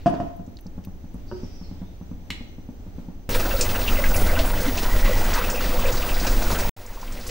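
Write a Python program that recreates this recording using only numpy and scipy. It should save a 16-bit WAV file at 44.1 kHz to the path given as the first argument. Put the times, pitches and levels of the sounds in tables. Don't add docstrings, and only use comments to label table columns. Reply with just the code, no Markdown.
import sys
import numpy as np
from scipy import signal
from scipy.fft import rfft, irfft
from scipy.io import wavfile

SR = 44100
rng = np.random.default_rng(int(sys.argv[2]) if len(sys.argv) > 2 else 0)


def to_wav(sig):
    pcm = np.clip(np.atleast_2d(sig), -1, 1) * 32767
    pcm = np.round(pcm).astype(np.int16)
    wavfile.write(sys.argv[1], SR, pcm.T)


def linear_from_db(decibels):
    return 10 ** (np.asarray(decibels, float) / 20)


N = 322306
CUT_IN_S, CUT_OUT_S, RESUME_S = 3.2915, 6.6935, 6.7635

# [f/Hz, width/Hz, level/dB]
WOK_RINGS = [(190, 8.2, -0.5), (244.7, 8.3, -2), (350, 37, -4), (503, 8.1, 1), (600, 51, 1.5),
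             (722, 72, -1), (942, 6.3, -12), (1450, 110, -2), (2000, 96, -6), (2550, 43, -10.5)]


def rms_one(x):
    return x / np.sqrt(np.mean(x ** 2) + 1e-20)


def at_hz(points, hz):
    f_hz, value = np.array(points).T[:2]
    return np.interp(np.log(hz), np.log(f_hz), value)


def in_time(rows):
    s, *columns = np.transpose(rows)
    return [np.interp(np.arange(N) / SR, s, c) for c in columns]


def drift(rate):
    r = np.exp(-80 * np.pi * rate / SR)
    slow = signal.lfilter([1], [1, -2 * r, r * r], rng.standard_normal(N // 40 + 2002))[2000:]
    return np.interp(np.arange(N) / 40, np.arange(len(slow)), rms_one(slow))


def tone(hz):
    return np.sin(2 * np.pi * np.cumsum(hz) / SR)


def coloured(spectrum):
    hz = np.maximum(np.arange(N // 2 + 1) * SR / N, 1)
    return irfft(rfft(rng.standard_normal(N)) * linear_from_db(at_hz(spectrum, hz)), N)


def ring(clicks, hz, t60):
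    r, w = linear_from_db(-60 / (t60 * SR)), 2 * np.pi * hz / SR
    return signal.lfilter([0, np.sin(w)], [1, -2 * r * np.cos(w), r * r], clicks + 1e-18)


def struck(hits, modes, offset_db, spread_db, split_hz=200):
    hits, out = np.array(hits), np.zeros(N)
    luck = rng.standard_normal((len(hits), len(modes)))
    at = (hits[:, 0] * SR).astype(int)
    for k, (hz, level_db, t60) in enumerate(modes):
        clicks = np.zeros(N)
        upper_db = hits[:, 2] * (hz > split_hz) if hits.shape[1] > 2 else 0
        clicks[at] = linear_from_db(hits[:, 1] + upper_db + level_db + offset_db + spread_db * luck[:, k])
        out[:4 * SR] += ring(clicks[:4 * SR], hz, t60)
    return out


def hisses(events, offset_db):
    out, jet = np.zeros(N + SR), rng.standard_normal(N + SR)
    for s, peak_db, hz, length, octaves in events:
        decay_s = max(length, .002)
        at, t = int(s * SR), np.arange(int(4.5 * decay_s * SR)) / SR
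        edges = np.clip(hz * 2 ** (np.array([-.5, .5]) * max(octaves, .03)), 50, .45 * SR)
        band = signal.butter(2, edges, "band", fs=SR, output="sos")
        shape = np.minimum(t / 0.00037, 1) * np.exp(-t / decay_s)
        noise = rms_one(signal.sosfilt(band, jet[at:at + len(t)]))
        out[at:at + len(t)] += linear_from_db(peak_db + offset_db) * shape * noise
    return out[:N]


def air():
    # [f/Hz, level/dB per Hz]
    air_spectrum = [(7.1, -32), (12, 10), (30, -0.5), (86, -2.5), (134, -17), (186, -17.5), (283, -14),
                    (442, -23), (827, -28), (1020, -35), (2080, -39.5), (6090, -45.5), (10700, -58),
                    (12100, -51), (14900, -48)]
    # [f/Hz, share]
    likeness = [(60, 0.81), (180, 1), (550, 0.41), (1650, 0.01), (4970, 0.045), (15000, 0.057)]
    hz = np.maximum(np.arange(N // 2 + 1) * SR / N, 1)
    alike = np.clip(at_hz(likeness, hz), 0, 1)
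    mid = rfft(coloured(air_spectrum)) * np.sqrt(1 + alike)
    side = rfft(coloured(air_spectrum)) * np.sqrt(1 - alike)
    level_db = -37.5 + 1.2 * drift(3)
    return linear_from_db(level_db) * rms_one(irfft(np.array([mid + side, mid - side]), N))


def coil():
    carriers_hz, ripple_hz = (15595.9, 11696.9), 100.5
    multiples = [
        [-6, -5, -4, -3, -2, -1, 0, 1],
        [-2, -1, 0, 1, 3],
    ]
    lines_db = [
        [-29, -30, -34, -24, -19, -16, 0, -13],
        [-31, -29, -12.5, -25, -33],
    ]
    t, out = np.arange(N) / SR, np.zeros(N)
    wander = np.cumsum(1.3 * drift(0.426)) / SR
    for hz, offsets, levels_db in zip(carriers_hz, multiples, lines_db):
        for k, line_db in zip(offsets, levels_db):
            out += np.sqrt(2) * linear_from_db(line_db) * np.sin(2 * np.pi * ((hz + k * ripple_hz) * t + wander))
    return out


def chirp():
    level_db = -84.5 + 2.0 * drift(20)
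    return linear_from_db(level_db) * tone(6100 * (1 + 0.0055 * drift(97)))


def chatter(x, length):
    t = np.arange(int(4 * length * SR)) / SR
    rattle = rng.standard_normal(len(t)) * np.exp(-t / length)
    return signal.fftconvolve(x, rattle / np.sqrt(np.sum(rattle ** 2)))[:N]


def knocks():
    # [t/s, peak/dB]
    contacts = [
        (0.0597, -20.5),
        (0.0655, -21.5),
        (0.139, -28.5),
        (0.201, -28),
    ]
    # [f/Hz, level/dB, t60/s]
    wok_full = [(165, -8, 0.12), (206.7, 1.5, 0.18), (270.4, 9, 0.096), (299, -2.5, 0.094),
                (630, 4.5, 0.07), (693.3, 15, 0.088)]
    # [level/dB, centre f/Hz, length/s, width/octaves]
    thud_bands = [(-5, 285, 0.049, 1), (-4, 700, 0.022, 1.0), (-6, 1150, 0.014, 1), (-14, 2200, 0.016, 1.0),
                  (-20, 4200, 0.012, 0.6)]
    body = [(s, peak_db + band_db, hz, length, octaves)
            for s, peak_db in contacts for band_db, hz, length, octaves in thud_bands]
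    stir_tail = (0, -49, 2500, .05, 1.5)
    soft = signal.lfilter([.2], [1, -.8], struck(contacts, wok_full, offset_db=-5.5, spread_db=6.0))
    return chatter(soft, length=0.0034) + hisses(body + [stir_tail], offset_db=-8.0)


def spits():
    # [t/s, peak/dB, centre f/Hz]
    narrow = [(0.099, -47, 9700), (0.15, -38, 3920), (0.1674, -49, 3410), (0.3651, -47, 13100),
              (0.464, -47, 6500), (0.569, -35, 4300), (0.609, -42, 13300), (0.6659, -38.5, 5170),
              (0.849, -37.5, 14000), (1.141, -48, 9550)]
    # [t/s, peak/dB]
    broad = [
        (0.588, -42),
        (0.839, -44),
        (0.848, -40.5),
    ]
    length_s = 0.0048
    events = [(*row, length_s, 0.45) for row in narrow]
    events += [(*row, 3250, length_s, 1.7) for row in broad]
    return hisses(events, offset_db=-8.5)


def fan_thuds():
    # [t/s, peak/dB, upper mode share/dB]
    thuds = [(0.396, -33.5, 3.5), (0.478, -36.5, 6.5), (0.659, -35, 1), (0.779, -32.5, 3),
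             (0.872, -32, -0.5), (1.041, -38.5, 5), (1.144, -35, 7), (1.433, -34.5, 9.5), (1.613, -35, 1),
             (1.713, -35.5, 4.5), (1.816, -30.5, -4), (2.012, -35.5, 4.5), (2.114, -35, 7.5),
             (2.303, -37, 8), (2.408, -45, 18.5), (2.583, -40.5, 10.5), (2.689, -43.5, 18),
             (2.865, -38, 2.5), (2.983, -35, 7), (3.085, -34.5, 6.5)]
    # [f/Hz, level/dB, t60/s]
    housing = [(103.7, -8.5, 0.16), (183, 4.5, 0.11), (240, -0.5, 0.15), (490, -10, 0.025),
               (814, -23, 0.21)]
    blows = struck(thuds, housing, offset_db=2.0, spread_db=0.5)
    rebound = np.roll(blows, round(0.01044 * SR))
    out = signal.lfilter([.012], [1, -1.78, .792], -.8 * blows - 0.43 * rebound)
    return out + hisses([(s, peak_db, 720, .016, 1.1) for s, peak_db, _ in thuds], offset_db=-17.5)


def squeaks():
    # [t/s, f/Hz, level/dB]
    tracks = [
        [(1.29, 5550, -80), (1.47, 6250, -80), (1.55, 5750, -73), (1.73, 4850, -77), (1.75, 4800, -90)],
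        [(1.27, 4550, -78), (1.32, 4750, -75), (1.45, 5200, -73), (1.6, 4850, -78), (1.75, 3750, -88),
         (1.88, 3620, -82), (1.93, 3500, -93)],
    ]
    # [t/s, peak/dB, centre f/Hz, length/s, width/octaves]
    rub = [
        (1.27, -69.5, 4800, 0.18, 0.46),
        (1.36, -69.5, 3000, 0.39, 1.4),
        (1.42, -77, 5400, .15, 0.35),
    ]
    out = hisses(rub, offset_db=-4.5)
    for rows, waver in zip(tracks, (.003, .05)):
        (start_s, start_hz, _), (end_s, end_hz, _) = rows[0], rows[-1]
        points = [(start_s - .02, start_hz, -120), *rows, (end_s + .02, end_hz, -120)]
        hz, level_db = in_time(points)
        flicker_db = 5 * drift(30)
        out += linear_from_db(level_db + flicker_db) * tone(hz * (1 + waver * drift(125.0)))
    return out


def tap():
    # [t/s, peak/dB, upper mode share/dB]
    contacts = [
        (1.3145, -38, 7),
        (1.323, -27, -9),
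        (1.331, -29, -20),
    ]
    # [f/Hz, level/dB, t60/s]
    rim = [(215, -2, .09), (366, -5, .24), (405, -8, .14), (570, 1, .03), (940, -3, .03), (1120, -7, .025),
           (1300, -4, .018), (1490, -5, .022), (2900, 6, .012)]
    coating = signal.butter(4, 1650, fs=SR, output="sos")
    return signal.sosfilt(coating, struck(contacts, rim, offset_db=-2.5, spread_db=0, split_hz=480))


def clink():
    # [t/s, peak/dB]
    blow = [
        (2.3042, -14.5),
    ]
    # [f/Hz, level/dB, t60/s]
    steel = [(1270, -15, .04), (1980, -12, .05), (2140, -4, .06), (2230, -5, .05), (2860, -6, .045),
             (2950, -2, .05), (3440, -7, .04), (3750, -15, .03), (4030, -4, .05), (4200, -10, .04),
             (5000, -15, .03), (5500, -11, .04), (6300, -15, .025), (7150, -13, .025)]
    s, peak_db = blow[0]
    body = [(s, peak_db - 3, 9000, .005, 1.5),
            (s, peak_db + 2, 3000, .022, 1.1),
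            (s, peak_db - 5, 6000, .014, .7)]
    return struck(blow, steel, offset_db=-6.5, spread_db=0) + hisses(body, offset_db=-16)


def kitchen(x):
    t60_s, side_db = 0.64, 2
    t = np.arange(int(.7 * SR)) / SR
    noise = rng.standard_normal((2, len(t)))
    dull = signal.sosfilt(signal.butter(1, 5000, fs=SR, output="sos"), noise)
    treble = (noise - dull) * linear_from_db(-90 * t)
    mid, side = (dull + treble) * linear_from_db(-60 * t / t60_s) * (t > .003)
    side = linear_from_db(side_db) * signal.sosfilt(signal.butter(2, 350, "high", fs=SR, output="sos"), side)
    tail = np.array([mid + side, mid - side]) / np.sqrt(2 * np.sum(mid ** 2))
    return signal.fftconvolve(x[None, :4 * SR], tail, axes=1)[:, :4 * SR]


def quiet_shot():
    spatula, thuds, handle, steel = knocks(), fan_thuds(), tap(), clink()
    squeak = chirp() + squeaks()
    out = air() + linear_from_db(-72) * coil() + spatula + spits() + thuds
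    out += linear_from_db(9.5) * squeak + linear_from_db(2.0) * handle
    out += steel * linear_from_db(np.array([[-5], [-6]]))
    wet = linear_from_db(-3.5) * spatula + linear_from_db(-7.0) * thuds + linear_from_db(12.0) * squeak
    wet += linear_from_db(-3.5) * handle + linear_from_db(-11.5) * steel
    out[:, :4 * SR] += kitchen(wet)
    return out


def fan_draught(heave_db):
    # [f/Hz, level/dB per Hz]
    rumble = [(4, -60), (8, 3), (16, -1.5), (25, -3), (33, -10.5), (42, -6.5), (62, -23), (81, -13),
              (100, -16.5), (125, -29), (160, -66), (250, -56.5)]
    throb_db = -6.5 + 4.1 * drift(3.9)
    throb = linear_from_db(throb_db) * tone(25.1 * (1 + 0.0638 * drift(3.06)))
    return linear_from_db(heave_db - 0.5) * (rms_one(coloured(rumble)) + throb)


def plops(heave_db):
    out, surge = np.zeros(N), drift(7)
    for hz, width_hz, ring_db in WOK_RINGS:
        happens = rng.random(N) < 90 * linear_from_db(4 * surge) / SR
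        strength = linear_from_db(2.7 * np.minimum(rng.exponential(1, N), 4))
        kicks = happens * strength * rng.choice([-1, 1], N)
        out += linear_from_db(ring_db) * rms_one(ring(kicks, hz, 1.87 / width_hz))
    return linear_from_db(-34.5 + heave_db + 20.0) * rms_one(out)


def steam_bed(steam_db):
    # [f/Hz, level/dB per Hz]
    steam = [(100, -51), (140, 0), (255, 2.5), (500, -2.5), (1030, -6.5), (1440, -9), (3400, -13),
             (5800, -13.5), (9000, -20.5), (12500, -23), (14500, -43), (16000, -39)]
    return linear_from_db(steam_db + 2.5 + 1.98 * drift(32.6)) * rms_one(coloured(steam))


def simmer(steam_db):
    luck = rng.random((340, 5))
    s = CUT_IN_S + luck[:, 0] * (N / SR - CUT_IN_S)
    octaves_up = 3.68 * luck[:, 2] ** 1.685
    level_db = steam_db[(s * SR).astype(int)] + 14 * luck[:, 1] - 2.5 * octaves_up
    hz, length_s = 800 * 2 ** octaves_up, 0.0056 + 0.013 * luck[:, 3]
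    octaves = .12 + .6 * luck[:, 4]
    return hisses(np.transpose([s, level_db, hz, length_s, octaves]), offset_db=-7.5)


def bursts():
    # [t/s, peak/dB, centre f/Hz, length/s]
    dull_rows = [(3.347, -14.5, 1550, 0.022), (3.395, -17.5, 1290, 0.018), (3.457, -14, 1450, 0.011),
                 (3.508, -15.5, 1550, 0.025), (3.693, -26, 2740, 0.025), (3.748, -14, 1540, 0.026),
                 (3.878, -8.5, 2710, 0.017), (3.966, -17, 2220, 0.032), (4.04, -10, 1730, 0.014),
                 (4.286, -16, 1640, 0.051), (4.359, -15.5, 1100, 0.061), (4.44, -22, 1190, 0.049),
                 (4.643, -15.5, 1450, 0.033), (4.779, -12, 2640, 0.0085), (4.851, -15.5, 1490, 0.016),
                 (4.884, -14, 1040, 0.022), (5.048, -17, 1940, 0.13), (5.257, -18.5, 1340, 0.12),
                 (5.329, -18, 2000, 0.086), (5.355, -11, 1260, 0.051), (5.413, -3.5, 1410, 0.0052),
                 (5.488, -17.5, 1420, 0.031), (5.606, -19.5, 2770, 0.19), (5.835, -15.5, 1110, 0.11),
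                 (6.026, -10.5, 2550, 0.0053), (6.089, -12, 2640, 0.01), (6.135, -32, 1440, 0.064),
                 (6.267, -10.5, 1430, 0.019), (6.501, -15, 980, 0.055), (6.548, -14, 1450, 0.036)]
    # [t/s, peak/dB, f/Hz]
    pops = [(3.397, -15.5, 2500), (3.508, -13, 2630), (3.6056, -13, 2580), (3.689, -23, 2680),
            (3.753, -12, 2620), (3.812, -22, 2650), (3.876, -14, 2670), (3.956, -17, 2660),
            (3.973, -19, 2620), (3.975, -19, 2080), (4.037, -9.5, 2020), (4.055, -13, 2600),
            (4.142, -10, 2500), (4.236, -22, 2030), (4.29, -25, 2050), (4.353, -13, 2740),
            (4.391, -21, 2800), (4.503, -28, 2150), (4.651, -21, 2130), (4.929, -17, 2000),
            (5.053, -26, 2000), (5.13, -20, 2000), (5.315, -25, 2000), (5.352, -22, 2000),
            (5.439, -13, 2560), (5.49, -18, 2500), (5.545, -12, 2550), (5.576, -16, 2570),
            (5.608, -21, 2800), (5.625, -19, 2600), (5.709, -21, 2620), (5.815, -21, 2620),
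            (5.853, -10.5, 2500), (5.975, -24, 2550), (6.115, -18, 2540), (6.266, -9.5, 2530),
            (6.411, -26, 2520)]
    # [t/s, peak/dB]
    splats = [(3.345, -8), (3.508, -22), (3.689, -24), (3.876, -20), (4.389, -11), (4.5, -17), (4.652, -17),
              (4.776, -19), (5.055, -22), (5.376, -15), (5.815, -23), (5.88, -14), (6.02, -15),
              (6.088, -18.5), (6.265, -21), (6.512, -15)]
    # [t/s, peak/dB, centre f/Hz]
    bright_rows = [(3.294, -39, 3740), (3.334, -23, 3900), (3.3966, -23, 4930), (3.5643, -22.5, 4600),
                   (3.6096, -7, 6050), (3.8142, -24, 4150), (4.0876, -25, 5950), (4.162, -19, 5930),
                   (4.39, -18.5, 4170), (4.4582, -23, 9400), (4.604, -22, 5500), (4.771, -19.5, 4950),
                   (5.1107, -27, 5530), (5.1816, -29, 7140), (5.2394, -24, 6600), (5.337, -17.5, 5300),
                   (5.499, -19, 6400), (5.922, -21.5, 5830), (5.969, -21.5, 4700), (6.142, -20.5, 4300),
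                   (6.198, -19, 5100), (6.268, -16, 5170), (6.3165, -25, 5460), (6.4244, -22.5, 5500),
                   (6.512, -19.5, 5660), (6.5863, -22.5, 6100), (7.209, -32, 4760), (7.266, -25, 5970),
                   (7.29, -27, 4570)]
    # [t/s, peak/dB]
    thin_rows = [(3.3517, -24.5), (4.1484, -35), (4.6124, -28), (5.3497, -25), (6.0606, -28), (6.3165, -33),
                 (6.5111, -27)]
    # [t/s, peak/dB, centre f/Hz, length/s, width/octaves]
    leaks = [
        (4.14, -28.5, 10750, 0.098, 0.38),
        (4.89, -37, 1927, 0.51, 0.066),
        (5.27, -47, 2000, 0.11, 0.09),
    ]
    dull = [(*row, .25 + 9.0 * row[3]) for row in dull_rows]
    dull += [(*row, 0.013, 0.17) for row in pops]
    dull += [(*row, 2000, 0.017, 1.85) for row in splats]
    bright = [(s, db, hz, 0.03 * np.exp(-.03 * (db + 23.0)), 0.73) for s, db, hz in bright_rows]
    thin = [(*row, 12400, 0.031, 1) for row in thin_rows]
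    out = hisses(dull, offset_db=-16.0) + hisses(bright, offset_db=-12)
    return out + hisses(thin, offset_db=-8) + hisses(leaks, offset_db=-4.5)


def bubbles():
    # [t/s, peak/dB, centre f/Hz]
    blips = [(3.291, -18, 503), (3.345, -21, 503), (3.389, -23, 641), (3.452, -24, 520), (3.493, -22, 554),
             (3.536, -13, 530), (3.604, -22, 498), (3.755, -17, 503), (3.788, -27, 610), (3.912, -21, 500),
             (3.979, -18, 520), (4.047, -28, 522), (4.109, -33, 654), (4.134, -36, 650), (4.217, -23, 505),
             (4.328, -19, 590), (4.377, -12.5, 654), (4.427, -27, 524), (4.579, -33, 500),
             (4.614, -22, 501), (4.712, -32, 650), (4.824, -28, 480), (4.887, -31, 520), (4.939, -21, 600),
             (5.038, -21, 581), (5.089, -19, 506), (5.206, -26, 517), (5.381, -26, 488), (5.408, -22, 590),
             (5.496, -20, 517), (5.532, -21, 493), (5.605, -23, 480), (5.659, -25, 503), (5.754, -19, 565),
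             (5.805, -23, 500), (5.84, -17, 504), (5.878, -11, 493), (5.992, -25, 511), (6.042, -23, 504),
             (6.084, -37, 503), (6.124, -36, 493), (6.267, -20, 513), (6.418, -25, 700), (6.512, -19, 646),
             (6.622, -22, 520)]
    # [t/s, peak/dB, centre f/Hz]
    clucks = [(3.2923, -27, 920), (3.3447, -19, 950), (3.3966, -25, 1270), (3.4525, -19, 1520),
              (3.5084, -25, 1470), (3.5463, -21, 1340), (3.744, -19, 1550), (3.8755, -24, 942),
              (3.9354, -26, 1310), (4.0426, -18, 1590), (4.2167, -27, 1390), (4.2851, -22, 1580),
              (4.3697, -12, 1460), (4.4402, -19, 950), (4.4996, -24, 1330), (4.5929, -17, 1560),
              (4.765, -23, 970), (4.8428, -17, 980), (4.8873, -16, 945), (4.9236, -22, 996),
              (5.057, -14, 961), (5.1591, -26, 977), (5.195, -19, 950), (5.2604, -27, 1330),
              (5.3337, -17, 1010), (5.3753, -13, 940), (5.416, -19, 1430), (5.4839, -21, 970),
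              (5.7538, -22, 953), (5.7877, -18, 1100), (5.8161, -21, 950), (5.8505, -24, 1090),
              (5.879, -20, 953), (6.0995, -33, 1290), (6.1673, -22, 1470), (6.2676, -18, 1440),
              (6.4138, -25, 890), (6.4646, -24, 1350), (6.5145, -17, 940), (6.5624, -18, 1450)]
    # [t/s, peak/dB, centre f/Hz]
    gulps = [(3.334, -13, 503), (3.419, -17, 333), (3.596, -13.5, 467), (3.909, -11.5, 246),
             (3.984, -11.5, 563), (4.034, -16, 190), (4.155, -19, 191), (4.215, -23, 186), (4.27, -34, 194),
             (4.325, -11, 600), (4.371, -10, 277), (4.606, -16.5, 510), (4.66, -7, 254), (4.938, -16, 600),
             (5.043, -12, 188), (5.088, -10, 525), (5.2, -25, 266), (5.259, -12.5, 180), (5.383, -18, 490),
             (5.49, -17, 515), (5.606, -16, 486), (5.682, -19, 247), (5.839, -10.5, 510), (6.113, -22, 196),
             (6.51, -15, 188), (6.61, -32, 520), (7.289, -22, 494)]
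    # [t/s, peak/dB, centre f/Hz]
    last = [(6.772, -36, 890), (6.862, -27.5, 6500), (6.903, -30, 950), (6.972, -22.5, 960),
            (7.013, -27, 5500), (7.029, -18, 925), (7.076, -24, 2700), (7.123, -24, 6500),
            (7.173, -23, 2500), (7.274, -21, 10400), (7.291, -19.5, 2200)]
    out = hisses([(*row, 0.024, 0.14) for row in blips], offset_db=-9.5)
    out += hisses([(*row, .014, 0.14) for row in clucks], offset_db=-11.5)
    out += hisses([(*row, 0.039, 0.26) for row in gulps], offset_db=-15)
    return out + hisses([(*row, 0.01, 0.68) for row in last], offset_db=-16.0)


def through_wok(x):
    out = np.zeros(N)
    for k, (hz, width_hz, _) in enumerate(WOK_RINGS):
        r = np.exp(-np.pi * width_hz / SR)
        poles = [1, -2 * r * np.cos(2 * np.pi * hz / SR), r * r]
        out += (-1) ** k * signal.lfilter([(1 - r * r) / 2, 0, (r * r - 1) / 2], poles, x)
    return out


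def boiling_shot():
    # [t/s, heave/dB, steam/dB]
    boil = [
        [(3.3, -22, -32), (3.51, -22, -35), (4.36, -15.5, -35), (4.79, -23, -35), (4.97, -17, -34.5),
         (5.56, -22, -35.5), (6.47, -18.5, -35), (6.69, -19, -34.5)],
        [(6.77, -34.5, -49), (7.3, -31, -44)],
    ]
    # [t/s, level/dB]
    coil_track = [(3.3, -34.5), (4.2, -32.5), (4.3, -36), (6.69, -35.5), (6.76, -54), (6.9, -51),
                  (7.3, -49)]
    heave_db, steam_db = in_time(boil[0] + boil[1])
    coil_db, = in_time(coil_track)
    pockets = bursts() + simmer(steam_db)
    gravy = plops(heave_db) + bubbles() + steam_bed(steam_db) + pockets + linear_from_db(-5.5) * through_wok(pockets)
    return fan_draught(heave_db) + gravy + linear_from_db(coil_db) * coil()


def scene():
    t = np.arange(N) / SR
    close = ((t >= CUT_IN_S) & (t < CUT_OUT_S)) + np.clip((t - RESUME_S) / .007, 0, 1)
    return quiet_shot() * (t < CUT_IN_S) + boiling_shot() * close


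def low_pass(x):
    return signal.sosfilt(signal.butter(12, 17150, fs=SR, output="sos"), x)


def record(dry):
    mix = signal.sosfilt(signal.ellip(10, .3, 60, 15780, fs=SR, output="sos"), dry)
    return low_pass(mix)


dry = scene()
out = record(dry)
to_wav(out)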